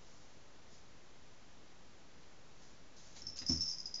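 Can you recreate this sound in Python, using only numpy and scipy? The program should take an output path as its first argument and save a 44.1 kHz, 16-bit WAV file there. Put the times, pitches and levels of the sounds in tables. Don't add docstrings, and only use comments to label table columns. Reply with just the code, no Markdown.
import sys
import numpy as np
from scipy import signal
from scipy.fft import rfft, irfft, next_fast_len
from scipy.io import wavfile

SR = 44100
rng = np.random.default_rng(int(sys.argv[2]) if len(sys.argv) > 2 else 0)


def output_pcm(signal):
    pcm = np.clip(np.atleast_2d(signal).T, -1, 1) * 32767
    wavfile.write(sys.argv[1], SR, np.round(pcm).astype(np.int16))


N = 176400

LOW_HZ, LOW_T60_S, HIGH_HZ, HIGH_T60_S = 5024, 0.026, 5354, 0.032
BELL_DB, BELL_ATTACK_S, DETUNE = 2.5, 0.00085, 0.0024
RATTLE_DB, RATTLE_T60_S = -14.5, 0.046
# (frequency [Hz], level [dB])
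RATTLE_SPECTRUM = [(1000, -43.5), (3500, -22.5), (4400, -17), (4900, -4.5), (5800, 2), (6400, -2.5),
                   (7200, -19.5), (9000, -47)]
# (time [s], level [dB], energy share of the lower mode [0-1])
PELLET_STRIKES = [(3.219, -40.5, 0.05), (3.2677, -31.5, 0), (3.299, -40, 0), (3.359, -44.5, 0.5),
                  (3.3885, -33, 0.96), (3.402, -37.5, 1), (3.417, -42.5, .9), (3.464, -32, 0.8),
                  (3.482, -34.5, 0.6), (3.487, -27.5, 0.1), (3.495, -26, 0), (3.508, -32.5, 0),
                  (3.5188, -26.5, 0), (3.528, -38.5, 0.3), (3.545, -41, 0), (3.555, -33, 0),
                  (3.561, -35, 0), (3.573, -32.5, 0.6), (3.6072, -27, 0), (3.616, -26.5, 0),
                  (3.64, -34.5, 0), (3.659, -33.5, 0.5), (3.678, -34, .7), (3.6853, -31, 0.1),
                  (3.697, -31, 0), (3.7135, -32, 0.7), (3.722, -40.5, 1), (3.734, -39.5, 1),
                  (3.7835, -36, 0.85), (3.8015, -36.5, 1), (3.8566, -31.5, 1), (3.8638, -37.5, 1),
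                  (3.9416, -30, 1), (3.951, -38.5, 0.87), (3.9585, -39, 1)]
def collar_bell():
    out, t = np.zeros(N), np.arange(SR // 2) / SR
    for start, db, low_share in PELLET_STRIKES:
        modes = [(LOW_HZ, LOW_T60_S, low_share), (HIGH_HZ, HIGH_T60_S, 1 - low_share)]
        shell = sum(np.sqrt(share) * damped_mode(t, hz * (1 + DETUNE * rng.normal()), t60)
                    for hz, t60, share in modes)
        rattle = amp(RATTLE_DB) * noise(RATTLE_SPECTRUM, len(t)) * decay(t, RATTLE_T60_S)
        strike = (shell + rattle) * attack(t, BELL_ATTACK_S)
        add(out, start, amp(db + BELL_DB) * reverberate(strike, wet_db=-1.5))
    return out


THUD_DB, THUD_T60_S, THUD_ATTACK_S = -5.5, 0.3, 0.0022
KNOCK_HZ, KNOCK_S, KNOCK_DB = 233, 0.013, -2
# (frequency [Hz], level [dB], T60 [s], rise time [s])
TUB_MODES = [(79.2, 3, 0.32, .03), (136.6, -18, 0.39, .01), (162.8, -10.5, 0.51, 0.0076),
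             (234.6, -11.5, 0.44, 0.0056), (259.2, -5.5, 0.29, .003), (333.5, -6, .24, .004),
             (358, -15, 0.055, .004), (553, -23, 0.27, .002)]
# (frequency [Hz], level [dB])
THUD_SPECTRUM = [(30, -20.5), (60, -1.5), (100, 5.5), (200, 1), (320, -3.5), (420, -19.5), (900, -21),
                 (2200, -27.5), (4000, -32.5), (8000, -36)]
# (time [s], level [dB])
PAW_STEPS = [(3.166, -61.5), (3.222, -57.5), (3.258, -56), (3.413, -53), (3.4929, -33), (3.835, -61)]
def paw_thumps():
    out, t = np.zeros(N), np.arange(SR // 2) / SR
    for start, db in PAW_STEPS:
        boom = sum(amp(level) * damped_mode(t, hz, t60) * attack(t, rise)
                   for hz, level, t60, rise in TUB_MODES)
        thud_envelope = decay(t, THUD_T60_S) * attack(t, THUD_ATTACK_S)
        thud = amp(THUD_DB) * noise(THUD_SPECTRUM, len(t)) * thud_envelope
        half_sine = np.sin(np.pi * np.minimum(t / KNOCK_S, 1))
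        knock = amp(KNOCK_DB) * np.sin(2 * np.pi * KNOCK_HZ * t) * half_sine
        add(out, start, amp(db) * (boom + thud + knock))
    return out


# (frequency [Hz], level [dB])
SCUFF_SPECTRUM = [(150, -23.5), (500, -2), (1200, -2.5), (2000, 1), (2900, -11), (3500, -9.5), (3800, 3.5),
                  (4300, 0.5), (5000, -3), (8000, -15.5)]
# (time [s], duration [s], level [dB])
SCUFF_STROKES = [(2.225, 0.023, -66), (3.158, 0.028, -54.5), (3.367, .035, -62), (3.412, 0.032, -52.5),
                 (3.494, 0.066, -61), (3.655, 0.035, -69.5), (3.975, 0.049, -61.5)]
def paw_scuffs():
    return friction(SCUFF_STROKES, SCUFF_SPECTRUM, grain_db=4)


# (frequency [Hz], level [dB])
BRUSH_SPECTRUM = [(300, -26.5), (2000, -13), (3300, -7.5), (4500, -1.5), (6200, 2.5), (7000, -1),
                  (7700, -13)]
# (time [s], duration [s], level [dB])
BRUSH_STROKES = [(-.1, 0.63, -70.5), (.685, .15, -65), (2.56, 0.25, -67), (2.955, 0.075, -60),
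                 (2.98, 0.32, -63.5), (3.15, 0.092, -58), (3.36, 0.047, -49)]
def curtain_brushes():
    return friction(BRUSH_STROKES, BRUSH_SPECTRUM, grain_db=2.5)


ROOM_DELAY_S = 0.004
EARLY_DB, EARLY_T60_S = 1, 0.1
# (frequency [Hz], T60 [s])
ROOM_T60 = [(100, 0.48), (1000, 0.9), (5000, 0.38), (9000, 0.6)]
def reverberate(x, wet_db):
    hz, t, spectra = signal.stft(rng.standard_normal(SR // 2), SR, nperseg=256)
    early = amp(EARLY_DB) * decay(t, EARLY_T60_S)
    late = decay(t, log_interp(ROOM_T60, hz)[:, None])
    tail = signal.istft(spectra * (early + late), SR, nperseg=256)[1]
    impulse_response = np.pad(tail, (round(ROOM_DELAY_S * SR), 0))
    wet = signal.fftconvolve(x, impulse_response)[:len(x)]
    return x + amp(wet_db) * np.std(x) * unit_rms(wet)


HISS_DB, RUMBLE_DB = -62.5, -69.5
# (frequency [Hz], level [dB])
HISS_SPECTRUM = [(35, -45.5), (60, -1.5), (183, -2.5), (211, -3), (357, -5.5), (592, -7.5), (642, -8),
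                 (682, -8.5), (1570, -13), (2210, -14.5), (2440, -15.5), (5390, -17.5), (5960, -16.5),
                 (6730, -18.5), (7600, -21.5), (9880, -52.5), (16700, -120)]
# (frequency [Hz], level [dB])
RUMBLE_SPECTRUM = [(4, 3), (25, -2), (45, -2.5), (70, -15.5), (120, -37)]
def microphone_noise():
    return amp(HISS_DB) * noise(HISS_SPECTRUM, N) + amp(RUMBLE_DB) * noise(RUMBLE_SPECTRUM, N)


def friction(strokes, spectrum, grain_db, grain_hz=450, peak_at=0.27):
    t = np.arange(N) / SR
    envelope = sum(amp(db) * np.interp(t, [start, start + peak_at * length, start + length], [0, 1, 0])
                   for start, length, db in strokes)
    carrier = noise(spectrum, N)
    grain = np.interp(t * grain_hz, np.arange(N), rng.standard_normal(N))
    return envelope * unit_rms(carrier * amp(grain_db * grain))


def damped_mode(t, hz, t60):
    return decay(t, t60) * np.sin(2 * np.pi * (hz * t + rng.random()))


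def decay(t, t60):
    return amp(-60 * t / t60)


def attack(t, rise):
    return 1 - np.exp(-t / rise)


def noise(spectrum, size):
    white = rng.standard_normal(size)
    return unit_rms(filtered(white, lambda hz: amp(log_interp(spectrum, hz))))


def filtered(x, response):
    size = next_fast_len(len(x) + SR // 2)
    hz = np.fft.rfftfreq(size, 1 / SR)
    return irfft(rfft(x, size) * response(hz), size)[:len(x)]


def log_interp(points, hz):
    frequencies, values = np.transpose(points)
    return np.interp(np.log(hz + 1), np.log(frequencies + 1), values)


def amp(db):
    return 10 ** (np.asarray(db) / 20)


def unit_rms(x):
    return x / np.sqrt(np.mean(x ** 2) + 1e-20)


def add(track, start, sound):
    part = track[max(round(start * SR), 0):][:len(sound)]
    part += sound[:len(part)]


def scene():
    rustle = reverberate(paw_scuffs() + curtain_brushes(), wet_db=-3)
    return (collar_bell() + paw_thumps() + rustle + microphone_noise())[None]


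CUTOFF_HZ, EDGE_HZ, DC_OFFSET = 7520, 90, -0.0025
def record(dry):
    band_limited = filtered(dry[0], lambda hz: (1 - np.tanh((hz - CUTOFF_HZ) / (2 * EDGE_HZ))) / 2)
    return DC_OFFSET + band_limited[None]


dry = scene()
out = record(dry)
output_pcm(out)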